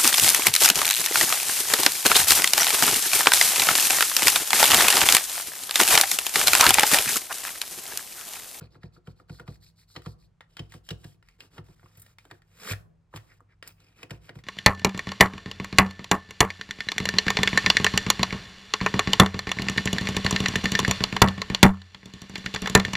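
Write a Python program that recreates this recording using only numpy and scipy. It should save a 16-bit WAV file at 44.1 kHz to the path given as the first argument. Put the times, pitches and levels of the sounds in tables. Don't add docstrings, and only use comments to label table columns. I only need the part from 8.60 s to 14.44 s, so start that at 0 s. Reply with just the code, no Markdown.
import sys
import numpy as np
from scipy import signal
from scipy.fft import rfft, irfft
from scipy.io import wavfile

SR = 44100
rng = np.random.default_rng(int(sys.argv[2]) if len(sys.argv) > 2 else 0)


def pcm_store(signal):
    levels = np.round(np.clip(np.atleast_2d(signal), -1, 1) * 32767)
    wavfile.write(sys.argv[1], SR, levels.astype(np.int16).T)


N = 257444

# frequency in Hz, relative level in dB.
RUMBLE_SPECTRUM = [(20, -17), (50, 5), (80, -6.5), (110, 1), (170, -10.5), (250, -20), (500, -27.5),
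                   (1000, -29), (2000, -35.5), (4000, -43), (8000, -47), (15000, -68)]
# frequency in Hz, mean level in dB.
HUM_TONES = [(50, -79.5), (100, -69.5), (165, -71)]

# start in seconds, length in seconds, relative level in dB.
COIN_STROKES = [(0, 0.081, -65), (0.101, 0.077, -68.5), (.205, 0.082, -69.5), (0.32, 0.071, -69),
                (0.442, 0.095, -69.5), (0.554, 0.081, -73), (.676, 0.16, -61), (0.853, 0.13, -63),
                (0.999, 0.12, -61.5), (1.154, 0.1, -64), (1.272, .135, -61.5), (1.409, .14, -62),
                (1.578, 0.1, -71), (1.876, 0.23, -71), (2.086, 0.11, -61), (2.232, .11, -64),
                (2.367, .2, -65), (2.624, 0.16, -73.5), (2.78, 0.11, -64), (2.903, 0.11, -64.5),
                (4.682, 0.065, -68.5), (4.882, 0.07, -73), (5.025, 0.11, -60.5), (5.156, 0.22, -69),
                (5.354, 0.1, -60.5), (5.487, 0.097, -63), (5.602, 0.12, -63.5), (5.731, 0.098, -67.5)]
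# start in seconds, ring of the coin's edge in Hz, ring strength in dB.
SCRAPED_CIRCLES = [(0, 4250, 10), (1.75, 2980, 9), (2.6, 2260, 16), (2.77, 2710, -2), (4.6, 1995, 33),
                   (5.0, 2540, 12.5)]
# time in seconds, tilt in dB per octave.
SCRAPE_TILT = [(0, -5.5), (0.4, 0), (0.85, 2.5), (1.5, 4), (1.9, -0.5), (2.3, 4), (2.8, -2), (5.3, -1.5),
               (5.7, 0.5)]
# frequency in Hz, relative level in dB.
SCRAPE_SPECTRUM = [(100, 0.5), (350, 6.5), (750, -4), (1400, -0.5), (2000, -7), (2700, -5), (5000, 0),
                   (7000, -5.5), (10000, -5.5), (15000, -11.5)]

# time in seconds, click in dB, pitch of the spot in Hz,
# treble tick in dB, relative boom in dB.
BINDER_KNOCKS = [(0.009, -54, 1400, -66.5, -44.5), (0.152, -57.5, 1400, -87, -57),
                 (0.232, -51, 1850, -70, -43.5), (0.364, -59, 1310, -106, -60),
                 (0.472, -51.5, 1380, -68.5, -44), (0.598, -56, 1260, -76, -69.5),
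                 (0.695, -51, 1370, -67, -41.5), (0.7967, -44, 1440, -60.5, -52),
                 (0.877, -48, 1160, -65, -40), (1.362, -38.5, 4100, -62, -47),
                 (1.46, -43.5, 1090, -60.5, -38.5), (1.992, -39, 3020, -59, -40),
                 (2.139, -50, 940, -60, -49), (2.3052, -36, 2900, -50.5, -37),
                 (2.442, -50, 1650, -58, -46.5), (2.98, -44, 1170, -67, -44.5),
                 (3.085, -64, 980, -76, -55.5), (3.23, -61, 1050, -96, -62),
                 (3.652, -56.5, 1550, -64.5, -70), (3.711, -44, 1760, -58.5, -58),
                 (4.538, -43.5, 1110, -89, -47), (4.805, -56, 1200, -75, -90),
                 (5.43, -41.5, 2430, -54, -58), (5.506, -40, 1580, -52, -41),
                 (5.692, -43, 1970, -64.5, -56.5), (5.755, -55.5, 790, -67, -45)]
# time in seconds, click in dB, pitch of the spot in Hz,
# treble tick in dB.
LIGHT_TAPS = [(1.419, -58, 1420, -65.5), (1.8071, -47.5, 1930, -68), (1.9682, -43, 3170, -56),
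              (2.1212, -50.5, 1570, -57), (2.2884, -40, 3270, -47.5), (2.6261, -61, 1770, -76),
              (2.6861, -57, 2250, -65), (2.8045, -45, 2700, -55.5), (3.195, -63, 1330, -84),
              (3.259, -57, 1060, -85), (3.463, -58.5, 1910, -70), (3.5843, -50.5, 2360, -60.5),
              (3.8187, -62.5, 1730, -74), (4.0743, -40, 1370, -73.5), (4.096, -41.5, 1920, -73.5),
              (4.1336, -36.5, 1760, -52), (4.5605, -44.5, 1090, -50.5), (4.573, -47.5, 1890, -69),
              (5.026, -42, 1820, -55.5), (5.075, -48, 4900, -59), (5.202, -64, 3730, -69.5),
              (5.7883, -56, 1930, -69)]
# frequency in Hz, width in Hz, level in dB.
CARD_MODES = [(787, 1800, -3.5), (1372, 258, 0), (1894, 340, 1), (2490, 140, -0.5), (2950, 870, 0.5),
              (4200, 1000, -4.5), (5090, 190, -0.5)]
# frequency in Hz, relative level in dB.
TICK_SPECTRUM = [(3500, -12.5), (7000, 1), (9000, 0), (13000, -6.5), (16000, -2.5)]
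# nominal frequency in Hz, relative level in dB, t60 in seconds.
TABLE_MODES = [(59.9, -12.5, 0.38), (104.4, -1, 0.21), (144.4, 6, 0.094), (179.8, 4.5, 0.071),
               (230, -21.5, 0.18)]
# frequency in Hz, relative level in dB.
FLAP_SPECTRUM = [(120, -28), (270, 4.5), (400, -3), (520, -7.5), (680, -10.5), (1100, -8.5), (2000, -58.5)]
# frequency in Hz, width in Hz, strength in dB.
PAGE_MODES = [(355.5, 28, 7.5), (489, 94, 8), (700, 59, 5)]

# start in seconds, length in seconds, level in dB.
HAND_RUBS = [(3.039, 0.11, -69), (3.156, 0.14, -74.5), (3.391, 0.15, -69), (3.593, 0.2, -73),
             (4.559, 0.23, -71)]
# fastest moment in seconds, run-up in seconds, peak level in dB,
# relative push on the binder in dB.
HAND_SWEEPS = [(3.385, 0.46, -64, -57), (4.12, 0.26, -32.5, -33.5), (4.567, 0.076, -48.5, -44)]
# frequency in Hz, relative level in dB.
SKIN_SPECTRUM = [(30, -55), (100, -16.5), (200, 12), (300, -7.5), (500, 4.5), (750, -7.5), (1300, 0.5),
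                 (2500, -1.5), (3500, -3), (5000, -4), (8000, -6.5), (15000, -11)]
# time in seconds, level in dB.
JEWELLERY_CLINKS = [(3.371, -52.5), (3.396, -50), (3.417, -47), (3.462, -63), (5.0743, -42.5)]
# frequency in Hz, width in Hz, level in dB.
LINK_MODES = [(7550, 1500, -7.5), (9580, 1100, 0.5), (11900, 1500, -4), (13300, 880, -7), (15000, 780, -1)]

# frequency in Hz, t60 in seconds.
ROOM_T60 = [(100, 0.81), (500, 0.74), (2000, 0.21), (6000, 0.24), (15000, 0.26)]
# frequency in Hz, phase in radians.
PORT_PHASE = [(0, 0), (1210, -0.9), (2760, 2.2), (3880, 1.0), (5170, 1.6), (6720, 4.2), (7320, 6.0),
              (8870, 6.8), (9820, 9.4), (10900, 9.6), (11800, 12.5), (13500, 12.8), (14000, 15.6),
              (16200, 16.0)]
EDGE_HZ = 16400

TAP_CONTACT_MS, KNOCK_CONTACT_MS, CONTACT_PER_BOOM = 1.3, 2.85, 0.22
SKID_LEAD_S, SKID_DB, SKID_CONTACT_MS, SKID_TILT_DB_PER_OCT = 0.01, -14, 12, -4
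CLICK_TILT_DB_PER_OCT, TILT_PER_TICK, TILT_PER_OCTAVE, TILT_PER_BOOM = 2.4, 0.38, 2.6, 0.25

GIVE_S = 0.0015
COIN_HARDNESS_DB_PER_OCT, PALM_HARDNESS_DB_PER_OCT, GLANCE_PER_DB = 2.3, -24, 0.41
FLAP_DB, FLAP_PER_BOOM, FLAP_PER_CLICK, PALM_FLAP_DB = -19, 0.3, 0.41, -15.5
SWELL_DB, LIFT_S, PUSH_LEAD_S = 50.5, 0.024, 0.01486


def amp(db):
    return 10 ** (np.asarray(db) / 20)


def evened(x):
    return x / np.sqrt(np.mean(x ** 2) + 1e-20)


def read(points, hz):
    point_hz, value = np.transpose(points)
    return np.interp(np.log(hz + 1), np.log(point_hz + 1), value)


def bins(x):
    return np.fft.rfftfreq(len(x), 1 / SR)


def octaves(hz, centre_hz):
    return np.clip(np.log2((hz + 1) / centre_hz), -2, 2)


def peak(hz, centre_hz, width_hz, db):
    return 20 * np.log10(1 + amp(db) / (1 + (2 * (hz - centre_hz) / width_hz) ** 2))


def colour(x, db):
    cepstrum = irfft(np.log(amp(np.maximum(db, -90))), len(x))
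    cepstrum[1:len(x) // 2] *= 2
    cepstrum[len(x) // 2 + 1:] = 0
    return irfft(rfft(x) * np.exp(rfft(cepstrum)), len(x))


def high_pass(x, cutoff_hz):
    return signal.sosfilt(signal.butter(2, cutoff_hz, "high", fs=SR, output="sos"), x)


def ringing(t, hz, width_hz, db):
    return amp(db) * np.exp(-np.pi * width_hz * t) * np.sin(2 * np.pi * hz * t)


def sized(x, db, seconds):
    return x * amp(db) * np.sqrt(seconds * SR / (np.sum(x ** 2) + 1e-20))


def add(mix, start_s, sound):
    part = mix[max(0, round(start_s * SR)):][:len(sound)]
    part += sound[:len(part)]


def wander(length, rate_hz):
    at = np.arange(length) * rate_hz / SR
    return evened(np.interp(at, np.arange(length), rng.standard_normal(length)))


def friction(length, grain_db, catch_db):
    clumping_db = grain_db * wander(length, 2500) + catch_db * wander(length, 170)
    return rng.standard_normal(length) * amp(clumping_db)


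def hiss_level(x):
    return np.std(irfft(rfft(x) * (bins(x) > 2000), len(x)))


def room_tone(noise_db=-65.5, waver_db=3, apart=0.78):
    shared, left, right = (colour(z, read(RUMBLE_SPECTRUM, bins(z))) for z in rng.standard_normal((3, N)))
    own = high_pass([left, right], 300)
    t = np.arange(N) / SR
    hum = np.zeros(N)
    for hz, db in HUM_TONES:
        level = amp(db + waver_db * wander(N, 6.2))
        hum += level * np.sqrt(2) * np.sin(2 * np.pi * hz * t + .5 * wander(N, 4.5))
    return amp(noise_db) * (shared + apart * own) / np.std(shared) + hum


def crumbs(length, per_s, spread_db):
    t, out = np.arange(512) / SR, np.zeros(length)
    for mode in CARD_MODES:
        snaps = rng.random(length) < per_s / len(CARD_MODES) / SR
        hits = snaps * amp(spread_db * rng.uniform(-1, 1, length))
        out += signal.oaconvolve(hits, ringing(t, *mode))[:length]
    return evened(out)


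def scraping(level_db=1, grain_db=3, catch_db=1.4, ring_width_hz=800, arch=0.89,
             flakes_db=-6, flakes_per_s=200, flake_spread_db=6):
    out = np.zeros(N)
    for start_s, length_s, db in COIN_STROKES:
        circle = sum(start_s >= row[0] for row in SCRAPED_CIRCLES[1:])
        _, ring_hz, ring_db = SCRAPED_CIRCLES[circle]
        tilt = np.interp(start_s, *np.transpose(SCRAPE_TILT))
        grit = friction(16384, grain_db, catch_db)
        hz = bins(grit)
        gain_db = read(SCRAPE_SPECTRUM, hz) + tilt * octaves(hz, 2060)
        hiss = colour(grit, gain_db + peak(hz, ring_hz, ring_width_hz, ring_db))
        flakes = amp(flakes_db - tilt) * crumbs(len(hiss), flakes_per_s, flake_spread_db)
        way = np.clip(np.arange(len(hiss)) / SR / max(length_s, .02), 0, 1)
        speed = np.abs(np.sin(np.pi * way)) ** arch
        add(out, start_s, amp(db + level_db) * speed * (hiss / hiss_level(hiss) + flakes))
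    return out


def click_tilt(click_db, spot_hz, tick_db):
    tick_part = TILT_PER_TICK * (tick_db - click_db)
    return CLICK_TILT_DB_PER_OCT + tick_part + TILT_PER_OCTAVE * octaves(spot_hz, 1570)


def contacts():
    rows = []
    for s, db, spot_hz, tick_db in LIGHT_TAPS:
        rows.append((s, db, click_tilt(db, spot_hz, tick_db), spot_hz, tick_db, TAP_CONTACT_MS))
    mean_boom_db = np.mean([knock[-1] for knock in BINDER_KNOCKS])
    for s, db, spot_hz, tick_db, boom_db in BINDER_KNOCKS:
        tilt = click_tilt(db, spot_hz, tick_db)
        press_db = boom_db - mean_boom_db
        contact_ms = KNOCK_CONTACT_MS * amp(CONTACT_PER_BOOM * press_db)
        rows.append((s, db, tilt + TILT_PER_BOOM * press_db, spot_hz, tick_db, contact_ms))
        rows.append((s - SKID_LEAD_S, db + SKID_DB, tilt + SKID_TILT_DB_PER_OCT, spot_hz,
                     tick_db + SKID_DB, SKID_CONTACT_MS))
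    return rows


def clicks(rise_s=0.001, chatter_db=-24, chatter_s=0.018, spot_width_hz=350, spot_db=5):
    out, t = np.zeros(N), np.arange(4096) / SR
    hz = bins(t)
    card_power = sum(amp(2 * db) / (1 + ((hz ** 2 - mode_hz ** 2) / ((hz + 1) * width_hz)) ** 2)
                     for mode_hz, width_hz, db in CARD_MODES)
    card_db = 10 * np.log10(card_power + 1e-12)
    card_db -= 10 * np.log10(1 + (hz / 7000) ** 6)
    for s, click_db, tilt, spot_hz, tick_db, contact_ms in contacts():
        contact = np.exp(-t * 1000 / max(contact_ms, .3))
        chatter = amp(chatter_db) * np.exp(-t / chatter_s)
        force = (1 - np.exp(-t / rise_s)) * (contact + chatter)
        grit, crack = force * rng.standard_normal((2, len(t)))
        spot_gain_db = peak(hz, spot_hz, spot_width_hz, spot_db)
        body = colour(grit, card_db + tilt * octaves(hz, 5500) + spot_gain_db)
        tick = colour(crack, read(TICK_SPECTRUM, hz))
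        add(out, s, sized(body, click_db, 0.011) + sized(tick, tick_db, 0.011))
    return out


def blows():
    rows = []
    for s, click_db, _, _, boom_db in BINDER_KNOCKS:
        hardness = COIN_HARDNESS_DB_PER_OCT - GLANCE_PER_DB * (click_db - boom_db)
        flap_db = FLAP_DB + FLAP_PER_BOOM * boom_db + FLAP_PER_CLICK * click_db
        rows.append((s + GIVE_S, boom_db, hardness, flap_db))
    for s, _, _, push_db in HAND_SWEEPS:
        rows.append((s - PUSH_LEAD_S, push_db, PALM_HARDNESS_DB_PER_OCT, push_db + PALM_FLAP_DB))
    return rows


def table_boom(t, hardness, rise_s=0.015):
    spot = 1 + 0.022 * rng.standard_normal(len(TABLE_MODES))
    boom = np.zeros(len(t))
    for k, (hz, db, t60_s) in enumerate(TABLE_MODES):
        mode_db = db + hardness * abs(octaves(hz, 88)) - 60 * t / t60_s
        boom += (-1) ** (k + 1) * amp(mode_db) * np.sin(2 * np.pi * hz * spot[k] * t)
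    return boom * (1 - np.exp(-(t / rise_s) ** 2))


def knocks(boom_trim_db=-1.0, flap_trim_db=-1, sway_trim_db=-7, flap_rise_s=0.0027, flap_s=0.018):
    out, sway, t = np.zeros(N), np.zeros(N), np.arange(16384) / SR
    hz = bins(t)
    pages_gain_db = read(FLAP_SPECTRUM, hz) + sum(peak(hz, *mode) for mode in PAGE_MODES)
    flutter = (1 - np.exp(-t / flap_rise_s)) * np.exp(-t / flap_s)
    for s, boom_db, hardness, flap_db in blows():
        boom = table_boom(t, hardness)
        flap, sideways = (colour(z * flutter, pages_gain_db) for z in rng.standard_normal((2, len(t))))
        add(out, s, sized(boom, boom_db + boom_trim_db, 0.082))
        add(out, s, sized(flap, flap_db + flap_trim_db, 0.045))
        add(sway, s, sized(sideways, flap_db + sway_trim_db, 0.012))
    return out, sway


def hand_effort(arch=0.23):
    t, effort = np.arange(N) / SR, np.zeros(N)
    for s, length_s, db in HAND_RUBS:
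        way = np.clip((t - s) / length_s, 0, 1)
        effort += amp(db) * np.abs(np.sin(np.pi * way)) ** arch
    for s, run_up_s, db, _ in HAND_SWEEPS:
        drop = np.where(t < s, (s - t) / run_up_s, ((t - s) / LIFT_S) ** 2)
        effort += amp(db - SWELL_DB * drop)
    return effort


def hand(grain_db=-1.0, catch_db=1.5, crumbs_db=-5, crumbs_per_s=330, crumb_spread_db=5):
    grit = friction(N, grain_db, catch_db)
    rub = colour(grit, read(SKIN_SPECTRUM, bins(grit)))
    rolling = amp(crumbs_db) * crumbs(N, crumbs_per_s, crumb_spread_db)
    return hand_effort() * (rub / hiss_level(rub) + rolling)


def jewellery(rattle_s=0.0057, rise_s=0.00064, hits_per_s=1500):
    out, t = np.zeros(N), np.arange(2048) / SR
    shape = (len(LINK_MODES), len(t))
    for s, db in JEWELLERY_CLINKS:
        hits = rng.standard_normal(shape) * (rng.random(shape) < hits_per_s / SR)
        hits *= (1 - np.exp(-t / rise_s)) * np.exp(-t / rattle_s)
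        ring = sum(signal.fftconvolve(hit, ringing(t, *mode)) for hit, mode in zip(hits, LINK_MODES))
        add(out, s, sized(ring, db, 0.0069))
    return out


def ports(x, left_db=-0.63, right_db=-0.05):
    hz, radians = np.transpose(PORT_PHASE)
    lag = np.exp(-1j * np.interp(bins(x), hz, radians))
    return np.array([amp(left_db) * x, amp(right_db) * irfft(rfft(x) * lag, N)])


def desk_echoes(x, echo_db=-11.0, lowest_hz=300, count=6):
    short_waves = high_pass(x, lowest_hz)
    out = np.zeros((2, N))
    for port in out:
        delays_s = rng.uniform(.0006, 0.0056, count)
        for delay_s, size in zip(delays_s, evened(rng.standard_normal(count))):
            add(port, delay_s, size * short_waves)
    return amp(echo_db) * out / np.sqrt(count)


def room(x, wet_db=-14, bass_db=-10):
    count = SR // 2
    echoes = rng.standard_normal((2, count)) * (rng.random((2, count)) < .06)
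    echoes *= np.arange(count) > .004 * SR
    hz, t, bands = signal.stft(echoes, SR, nperseg=256)
    hz = hz[:, None]
    decay_db = -60 * t / read(ROOM_T60, hz)
    bass_cut_db = bass_db / (1 + (hz / 300) ** 2)
    tail = signal.istft(bands * amp(decay_db + bass_cut_db), SR, nperseg=256)[1]
    tail /= np.linalg.norm(tail[0])
    return amp(wet_db) * signal.fftconvolve(x[None], tail, axes=1)[:, :N]


def scene():
    up_down, sway = knocks()
    page = scraping() + clicks() + up_down + hand() + jewellery()
    direct = ports(page) + np.array([sway, -sway])
    return direct + desk_echoes(page) + room(page) + room_tone()


def record(dry):
    low_pass = signal.firwin(511, EDGE_HZ, window=("kaiser", 9), fs=SR)
    return signal.oaconvolve(dry, low_pass[None], "same")


dry = scene()
out = record(dry)
pcm_store(out)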